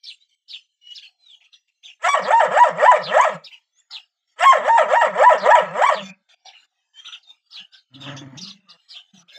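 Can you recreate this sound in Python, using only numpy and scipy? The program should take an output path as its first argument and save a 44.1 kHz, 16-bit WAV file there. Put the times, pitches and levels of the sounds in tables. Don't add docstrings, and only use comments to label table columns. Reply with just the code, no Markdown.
import sys
import numpy as np
from scipy import signal
from scipy.fft import rfft, irfft, next_fast_len
from scipy.io import wavfile
from scipy.ndimage import uniform_filter1d, minimum_filter1d

SR = 44100
rng = np.random.default_rng(int(sys.argv[2]) if len(sys.argv) > 2 else 0)


def volts_from_db(level):
    exponent = np.asarray(level, float) / 20
    return 10 ** exponent


def put_to_file(sound):
    columns = np.atleast_2d(sound).T
    safe = np.clip(columns, -1, 1)
    whole_steps = np.round(safe * 32767)
    wavfile.write(sys.argv[1], SR, whole_steps.astype(np.int16))


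N = 413638

# (top reached [s], hold [s], top pitch [Hz], pitch when left [Hz], level [dB])
YELPS = [
    [(2.088, .051, 1140, 1141, -14.5), (2.335, .064, 904, 941.3, -10.5), (2.598, .034, 952.6, 972, -13.5),
     (2.878, .034, 993, 1008, -12), (3.22, .018, 1118, 1181, -13.5)],
    [(4.452, .067, 1106, 1043, -11), (4.694, .081, 904, 934.6, -10), (4.968, .044, 941.3, 941.4, -13),
     (5.255, .034, 960, 1012, -9), (5.525, .023, 936.6, 981, -9.5), (5.868, .019, 1151, 1130, -15)],
]
# (time from the crack [s], upper-octave pitch [Hz])
ONSET = [(-.06, 387.7), (-.025, 497.4), (0, 600)]
# (time from its end [s], upper-octave pitch [Hz])
RELEASE = [(.013, 693.9), (.04, 575.4), (.066, 440)]
# (frequency [Hz], width [Hz], level [dB])
THROAT = [(157.4, 35, -11.5), (599, 202, 8.5), (960, 290, 1.5), (1291.6, 160, 2.5), (1818, 320, -0.5),
          (2306, 62, -6.5), (2993, 990, -16), (4700, 760, -34.5), (5580, 460, -30.5), (6450, 250, -26),
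          (7505, 700, -22.5), (11500, 3600, -52.5)]
# (time [s], pitch [Hz], level [dB], mouth opening [dB])
GRUMBLE = [
    [(7.57, 190, -96, 19), (7.608, 195, -52, -33), (7.66, 192, -85, -1)],
    [(7.89, 117.6, -59, -9), (7.966, 138.5, -43, -15), (8.092, 142.6, -38, 7), (8.31, 130.2, -43, -8.5),
     (8.358, 134, -41, -5.5), (8.404, 189, -40, -20), (8.47, 170, -41, -31)],
    [(8.4, 186.5, -39, -15), (8.526, 199, -49.5, -22), (8.63, 198, -66.5, -8), (8.708, 169.6, -65.5, 2),
     (8.78, 168, -67, 20)],
    [(9.13, 175, -43, -25), (9.152, 180, -49, -32), (9.26, 176.3, -61.5, -17), (9.3, 174, -83, 12)],
]
# (delay [s], level [dB])
BIRD_ECHOES = [(.006, 4.5), (.017, -7.5), (.031, -8.5), (.047, -20), (0.069, -25.5), (.095, -32),
               (0.124, -41)]
# (delay [s], level [dB])
DOG_ECHOES = [(.008, -4.5), (.02, -11.5), (.036, -27.5), (.055, -20.5), (.078, -29.5), (.1, -24.5),
              (.13, -35)]
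# (delay [s], length [s], top [Hz], end [Hz], level [dB])
DROP = [(0, 0.036, 5670, 3497, -1.5), (.021, .061, 4700, 2415, 3)]
STAIR = [(0, 0.037, 5290, 4800, -11), (.015, 0.049, 4910, 3420, -1.5), (.052, .05, 3550, 2720, 1)]
PAIR = [(0, 0.059, 5610, 2176, -0.12), (.082, 0.062, 3386, 2910, -4.6)]
PEEP = [(0, 0.0327, 3740, 3455, 0), (0, 0.0189, 6490, 5180, 0.0055)]
SLIDE = [(0, .045, 6500, 3700, 0)]
CHIP = [(0.0027, .05, 3600, 2550, 0)]
# (time [s], peak level [dB], pitch factor [x], time factor [x])
DROP_TIMES = [(0.032, -37.5, 1.063, 1.12), (2.216, -38, 1.16, 0.76), (3.905, -35, 1.02, .95),
              (5.373, -39, 1.14, 1.15)]
STAIR_TIMES = [(0.478, -34, 1.085, 0.92), (3.011, -30, 1.1, 1), (5.915, -33.5, 1.05, 1),
               (7.502, -37, 1.07, 1.165), (8.878, -38, 1.105, 1.13)]
PAIR_TIMES = [(0.943, -37, 1.05, 0.9), (3.434, -37.5, 1.01, 0.89), (6.451, -42, .98, 0.91)]
PEEP_TIMES = [(8.162, -40.5, 1.02, 1.15), (8.371, -37.5, 1.1, 1.06)]
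SLIDE_TIMES = [(8.405, -34.5, 1.01, 1), (8.465, -36, 0.9, 1.2), (8.686, -44.5, .89, .9)]
CHIP_TIMES = [(1.401, -55.5, 0.91, 0.59), (1.436, -52, 1.01, 0.57), (1.527, -43.5, 1.29, 0.36),
              (1.679, -65, 0.92, 0.39), (1.824, -41, 1.15, 1.26), (1.872, -38, 1.02, 0.82),
              (2.455, -54, 0.88, 0.64), (7.038, -34, 1.154, 1.23), (7.116, -32, 1.126, 0.76),
              (7.226, -54.5, 1.5, 0.37), (7.705, -53, 1.66, 2.04), (7.729, -46, 1.21, 0.54),
              (7.938, -43, 1.25, 0.57), (8.019, -36, 1.13, 1.13), (8.064, -39, 1.11, 1.02),
              (8.429, -37, 1.6, .6), (8.46, -39.5, 1.18, 0.57), (9.275, -47, 1.09, 0.93)]
# (time [s], length [s], start [Hz], end [Hz], peak level [dB])
WHISTLES = [(0.169, 0.067, 3580, 4040, -55.5), (0.809, 0.13, 2918, 2920, -35.5),
            (0.864, 0.094, 7000, 5860, -70), (0.996, 0.091, 4250, 4300, -50),
            (1.042, 0.133, 4180, 4210, -70), (1.181, 0.18, 4120, 2760, -42.5),
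            (3.72, 0.089, 6050, 7560, -56.5), (6.733, 0.095, 3265, 2860, -77),
            (6.933, 0.077, 3070, 3260, -37.5), (7.244, 0.067, 3670, 3645, -41),
            (7.4, 0.083, 4600, 4780, -68.5), (9.3, .08, 3490, 3650, -44)]
# (time [s], length
# [s], level [dB])
SCUFFS = [(.29, 0.067, -69), (1.206, 0.063, -69), (1.676, 0.023, -67), (3.294, 0.071, -39),
          (4.27, .08, -68.5), (5.981, 0.13, -41.5), (6.285, 0.067, -54.5), (6.576, 0.086, -59),
          (8.005, 0.048, -38), (8.772, .1, -66.5), (9.04, 0.0804, -71), (9.135, 0.098, -50.5),
          (9.324, .05, -45.5)]
# (time [s], level [dB])
MURMUR = [(0, -73.5), (2, -62), (3.5, -55), (6.5, -50), (8, -61.5), (9.38, -53.5)]
# (frequency [Hz], level [dB per Hz])
MURMUR_COLOUR = [(180, -42.5), (300, -13), (366, -35), (530, -28.5), (701, -2), (903, -6), (1020, -19.5),
                 (1240, -5), (2250, -6), (2600, -2.5), (3380, -44.5), (5720, -120)]
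# (frequency [Hz], level [dB per Hz])
HISS_COLOUR = [(1410, -37.5), (2400, -11), (2530, -18), (2740, 3), (3130, 1.5), (4080, -5.5), (7050, -10.5),
               (9120, -33), (15500, -27.5)]

GROWL_HZ, TAIL_S = [168.3, 200.1], [.15, .24]
GROWL_SAG_HZ_PER_S = 330
CLIMB_HZ_PER_S, SNAP_HOLD_S = 9300, .074
FIRST_CLIMB_S, FIRST_HOLLOW_DB = .047, -9
SWELL_DB_PER_S, FIRST_SWELL_DB_PER_S, FADE_DB_PER_S = 265.5, 1004, 229.5
GROWL_DB, GROWL_FADE_DB_PER_S = -23.5, 39
LAST_FADE_DB_PER_S = 150
FULL_AFTER_S, FULL_LASTS_S = 0.016, 0.0027
CLIMB_DB, HOLD_GAIN_DB_PER_S = 5, 118
BRIGHT_DB, DULL_PER_DB, FIRST_BRIGHT_DB = 3, 0.75, 6.5
CHEST_DB, CHEST_BELOW_HZ = -43, 525
TAUT_DB, PURE_BELOW_HZ = 4.5, 1090
ARCH_START = .75
WHISTLE_PEAK, WHISTLE_BEND = 0.94, 2.2
WHISTLE_START_DB, WHISTLE_END_DB = -25.5, -6.5
HISS_DB, DUCK_DB = -57.5, -7
SHUT_DB = -32
OPENS_DB, WIDE_DB, CLOSES_DB_PER_S = -78.5, -37.5, 340
TREBLE_HZ, TREBLE_DB = 2410, -3


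def rms_one(x):
    return x / np.sqrt(np.mean(x ** 2) + 1e-20)


def in_time(rows, start=0, stop=N):
    s, *columns = np.transpose(rows)
    t = np.arange(start, stop) / SR
    return [np.interp(t, s, column) for column in columns]


def drift(rate_hz, size):
    sos = signal.butter(2, rate_hz, fs=SR, output="sos")
    return rms_one(signal.sosfilt(sos, rng.standard_normal(size + 4000))[4000:])


def turning(pitch):
    return 2 * np.pi * np.cumsum(pitch) / SR


def barks():
    out = np.zeros(N)
    for run, growl_hz, tail in zip(YELPS, GROWL_HZ, TAIL_S):
        cracks = []
        for top_s, hold, top_hz, _, _ in run:
            cracks.append(top_s - (top_hz - 600) / CLIMB_HZ_PER_S / (1 + (hold > SNAP_HOLD_S)))
        cracks[0] = run[0][0] - FIRST_CLIMB_S
        start = int((cracks[0] - .045) * SR)
        stop = int((run[-1][0] + run[-1][1] + tail) * SR)
        size = stop - start
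        yelp_hz = bark_pitch(run, cracks, growl_hz, start, stop)
        level_db, bright_db = effort(run, cracks, start, stop)
        bright_db -= 12 * np.clip((560 - yelp_hz) / 150, 0, 1)

        steady = np.abs(np.gradient(np.log(yelp_hz))) * SR < 2.5
        taut = uniform_filter1d(1. * (steady & (yelp_hz > 800)), size=500)
        odd = np.clip((600 - yelp_hz) / 60, 0.21 * (1 - taut), 1)
        odd[:int(.075 * SR)] = .45
        sound = voice(yelp_hz / 2, odd, bright_db, 1 - .9 * taut, jitter=.016, breath_db=-24, even=.7)
        sound = signal.sosfilt(signal.butter(6, 420, "high", fs=SR, output="sos"), sound)

        onset = signal.windows.tukey(int(.16 * SR), .3)[int(.08 * SR):]
        low = signal.sosfiltfilt(signal.butter(3, 950, fs=SR, output="sos"), sound[:len(onset)])
        sound[:len(onset)] -= (1 - volts_from_db(FIRST_HOLLOW_DB)) * onset * low

        chest_phase = turning(yelp_hz * (1 + .06 * drift(44, size))) / 2
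        chest = np.clip((CHEST_BELOW_HZ - yelp_hz) / 90, 0, 1) * np.sin(chest_phase)
        chest *= volts_from_db(CHEST_DB) * volts_from_db(3.5 * drift(30, size))
        chest[:int(.1 * SR)] = 0
        fade = np.minimum(1, np.arange(size)[::-1] / 900)
        out[start:stop] += fade * (volts_from_db(level_db + TAUT_DB * taut) * sound + chest)
    return out


def bark_pitch(run, cracks, growl_hz, start, stop):
    knots = []
    for (top_s, hold, top_hz, left_hz, _), s, after in zip(run, cracks, cracks[1:] + [None]):
        climb, end = top_s - s, top_s + hold
        wait = after - end - .15 if after else .03
        low_hz = growl_hz - GROWL_SAG_HZ_PER_S * wait
        valley = (end + after) / 2 + .008 if after else end + .13
        if knots:
            knots += [(s + d, hz) for d, hz in ONSET]
            knots += [(s + 0.6 * climb, 600 + 0.74 * (top_hz - 600))]
        else:
            knots += [(s - .025, 420), (s, 640), (s + climb - .013, 735)]
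        knots += [(s + climb, top_hz), (end, left_hz)]
        knots += [(end + d, hz) for d, hz in RELEASE]
        knots += [(valley, 2 * low_hz)]
    return uniform_filter1d(in_time(sorted(knots), start, stop)[0], size=260)


def effort(run, cracks, start, stop):
    t = np.arange(start, stop) / SR
    levels = []
    for (top_s, hold, _, _, db), s in zip(run, cracks):
        swell = SWELL_DB_PER_S if levels else FIRST_SWELL_DB_PER_S
        trail = LAST_FADE_DB_PER_S if s == cracks[-1] else GROWL_FADE_DB_PER_S
        after = np.maximum(t - top_s - hold - FULL_LASTS_S, 0)
        before = np.maximum(s + FULL_AFTER_S - t - (0 if levels else .008), 0)
        fade = np.maximum(-FADE_DB_PER_S * after, GROWL_DB - trail * after)
        climb = np.interp(t, [s + FULL_AFTER_S, top_s + hold], [CLIMB_DB - HOLD_GAIN_DB_PER_S * hold, 0])
        levels.append(db + climb + fade - swell * before)
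    level_db = np.max(levels, axis=0)
    first = FIRST_BRIGHT_DB * np.clip((run[0][0] + run[0][1] + .05 - t) / 0.099, 0, 1)
    return level_db, BRIGHT_DB - DULL_PER_DB * np.maximum(level_db + 28.5, 0) + first


def voice(pitch, odd, bright_db, slack, jitter, breath_db, even):
    size = len(pitch)
    phase = turning(pitch * (1 + jitter * slack * drift(80, size)))
    tone, power = np.zeros(size), np.zeros(size)
    coarse = np.arange(0, size, 32)
    flicker = rms_one(uniform_filter1d(rng.standard_normal((45, len(coarse))), size=12, axis=1))
    pure = (1 - slack[coarse]) * np.clip((PURE_BELOW_HZ - 2 * pitch[coarse]) / 130, .3, 1.3)
    for k in range(1, 45):
        hz = k * pitch[coarse]
        tight_db = -pure * (11 * (k > 2) + 5 * (k == 4))
        lift_db = bright_db[coarse] * np.clip(hz / 2500 - .2, 0, 1)
        share = odd[coarse] if k % 2 else 1
        share = share * np.clip((250 - hz) / 40 if k == 1 else 1, .01, 1)
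        share = share * volts_from_db(min(.9 * (k - 2), 6.5) * flicker[k])
        gain = share * throat(hz) * volts_from_db(tight_db + lift_db) * (hz < 15000)
        gain = np.interp(np.arange(size), coarse, gain)
        tone += gain * np.sin(k * phase + rng.uniform(0, 2 * np.pi))
        power += gain ** 2 / 2

    wide = next_fast_len(size)
    hz = np.arange(wide // 2 + 1) * SR / wide
    air = rms_one(irfft(rfft(rng.standard_normal(wide)) * throat(hz) * (hz > 380), wide))[:size]
    air *= 1 + 0.84 * np.cos(phase)
    air *= volts_from_db(breath_db - 14 * (1 - slack) + 3.0 * drift(40, size))
    shimmer = volts_from_db(2 * slack * drift(60, size))
    return shimmer * tone / power ** (even / 2) + air


def throat(hz):
    pocket_db = -8 * np.exp(-((hz - 4150) / 380) ** 2) - 2.7 * np.exp(-((hz - 370) / 110) ** 2)
    power = sum(volts_from_db(2 * db) / (1 + (2 * (hz - f) / width) ** 2) ** 2 for f, width, db in THROAT)
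    return np.sqrt(power) * volts_from_db(pocket_db)


def grumble():
    out = np.zeros(N)
    for rows in GRUMBLE:
        start, stop = int(rows[0][0] * SR), min(N, int(rows[-1][0] * SR))
        pitch, level_db, mouth_db = in_time(rows, start, stop)
        size = stop - start
        phase = turning(pitch * (1 + .06 * drift(40, size)))
        hum = np.sin(phase) * volts_from_db(4 * drift(30, size))
        second = np.where(pitch < 160, .8, .07)
        hum += second * np.sin(2 * phase) * volts_from_db(5 * drift(30, size))
        mouth = voice(pitch, np.ones(size), np.full(size, 3.), np.ones(size), jitter=.045, breath_db=-32, even=1)
        mouth = signal.sosfilt(signal.butter(4, 330, "high", fs=SR, output="sos"), mouth)
        out[start:stop] += volts_from_db(level_db) * signal.windows.tukey(size, .2) * (hum + volts_from_db(mouth_db - 5) * mouth)
    return out


def sparrows():
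    out = np.zeros(N)
    songs = [(DROP, DROP_TIMES), (STAIR, STAIR_TIMES), (PAIR, PAIR_TIMES),
             (PEEP, PEEP_TIMES), (SLIDE, SLIDE_TIMES), (CHIP, CHIP_TIMES)]
    syllables = [(s + slow * delay, slow * length, high * top_hz, high * end_hz, db + part_db)
                 for phrase, times in songs
                 for s, db, high, slow in times
                 for delay, length, top_hz, end_hz, part_db in phrase]
    for s, length, top_hz, end_hz, peak_db in syllables:
        u = np.linspace(0, 1, int(length * SR))
        at = int(s * SR)
        for late, ratio, voice_db in [(0, 0.93, -3), (.1, .8, -8)]:
            v = (u - .3 - late) / np.where(u < .3 + late, .3, .7)
            foot_hz = np.where(v < 0, ARCH_START * top_hz, end_hz)
            pitch = ratio * (top_hz - (top_hz - foot_hz) * np.abs(v) ** 0.92)
            phase = turning(pitch * (1 + .012 * drift(130, len(u))))
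            shape = signal.windows.tukey(len(u), .5) * volts_from_db(peak_db + voice_db + 3.7 * drift(200, len(u)))
            out[at:at + len(u)] += shape * (np.sin(phase) + volts_from_db(-35.5) * np.sin(2 * phase))
    return out


def whistlers():
    out = np.zeros(N + SR)
    for s, length, start_hz, end_hz, peak_db in WHISTLES:
        u = np.linspace(0, 1, int(length * SR))
        at = int(s * SR)
        pitch = start_hz + (end_hz - start_hz) * u ** WHISTLE_BEND
        level_db = peak_db + np.interp(u, [0, WHISTLE_PEAK, 1], [WHISTLE_START_DB, 0, WHISTLE_END_DB])
        phase = turning(pitch * (1 + 0.0025 * drift(87, len(u))))
        shape = signal.windows.tukey(len(u), .15) * volts_from_db(level_db + 2.5 * drift(50, len(u)))
        out[at:at + len(u)] += np.sqrt(2) * shape * np.sin(phase)
    return out[:N]


def walls(x, echoes, cut_hz):
    response = np.zeros(int(.25 * SR))
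    for s, db in echoes:
        smear = rng.standard_normal(500) * np.exp(-np.arange(500) / 150)
        response[int(s * SR):int(s * SR) + 500] += volts_from_db(db) * smear / np.sqrt(np.sum(smear ** 2))
    echoed = signal.fftconvolve(x, response)[:N]
    return signal.sosfilt(signal.butter(2, cut_hz, fs=SR, output="sos"), echoed)


def suppressor(foreground):
    level_db = 10 * np.log10(uniform_filter1d(foreground ** 2, size=800) + 1e-12)
    slope = CLOSES_DB_PER_S * np.arange(N) / SR
    held_db = np.maximum.accumulate(np.minimum(level_db, WIDE_DB) + slope) - slope
    for s, length, db in SCUFFS:
        at = slice(int(s * SR), int((s + length) * SR))
        held_db[at] = np.maximum(held_db[at], db + 5.5)
    opening = (uniform_filter1d(held_db, size=700) - OPENS_DB) / (WIDE_DB - OPENS_DB)
    return SHUT_DB * (1 - np.clip(opening, 0, 1.3))


def yard(low_shut_db, high_shut_db):
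    low_db = in_time(MURMUR)[0] + low_shut_db
    high_db = HISS_DB + high_shut_db
    noise = volts_from_db(low_db + 1.5) * coloured(MURMUR_COLOUR) + volts_from_db(high_db + 11.5) * coloured(HISS_COLOUR)
    cells = signal.stft(noise, nperseg=512)[2]
    chance = uniform_filter1d(rng.standard_normal(cells.shape), size=24, axis=1)
    streaks = rms_one(uniform_filter1d(chance, size=2, axis=0))
    return signal.istft(cells * volts_from_db(9.18 * streaks - 8.5), nperseg=512)[1][:N]


def coloured(spectrum):
    size = next_fast_len(N)
    hz = np.arange(size // 2 + 1) * SR / size + 1
    at, level_db = np.transpose(spectrum)
    gain = volts_from_db(np.interp(np.log(hz), np.log(at), level_db, left=-90, right=-90))
    gain = gain * volts_from_db(-6 * (hz > 9500))
    return rms_one(irfft(rfft(rng.standard_normal(size)) * gain, size))[:N]


def scene():
    dog, chirps, whistles = barks(), sparrows(), whistlers()
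    birds = volts_from_db(-5) * chirps + volts_from_db(-8) * whistles
    echoes = walls(birds, BIRD_ECHOES, 7100) + walls(dog, DOG_ECHOES, 5000)
    foreground = dog + chirps + whistles + echoes + grumble()
    dog_sounds = 1. * (uniform_filter1d(dog ** 2, size=2000) > volts_from_db(-76))
    ducked_db = DUCK_DB * uniform_filter1d(dog_sounds, size=2000)
    treble = signal.sosfilt(signal.butter(4, TREBLE_HZ, "high", fs=SR, output="sos"), foreground)
    low_shut_db = suppressor(foreground)
    high_shut_db = suppressor(volts_from_db(TREBLE_DB) * treble) + ducked_db
    return (foreground + yard(low_shut_db, high_shut_db))[None]


def low_pass(x):
    return signal.sosfilt(signal.butter(12, 15710, fs=SR, output="sos"), x)


def record(dry):
    x = signal.sosfilt(signal.butter(3, 105, "high", fs=SR, output="sos"), dry)
    room_left = minimum_filter1d(np.minimum(1, .8 / (np.abs(x) + 1e-9)), size=1300)
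    x = x * uniform_filter1d(room_left, size=1200)
    x = signal.sosfilt(signal.cheby2(12, 40, 15700, fs=SR, output="sos"), x)
    return low_pass(x)


dry = scene()
out = record(dry)
put_to_file(out)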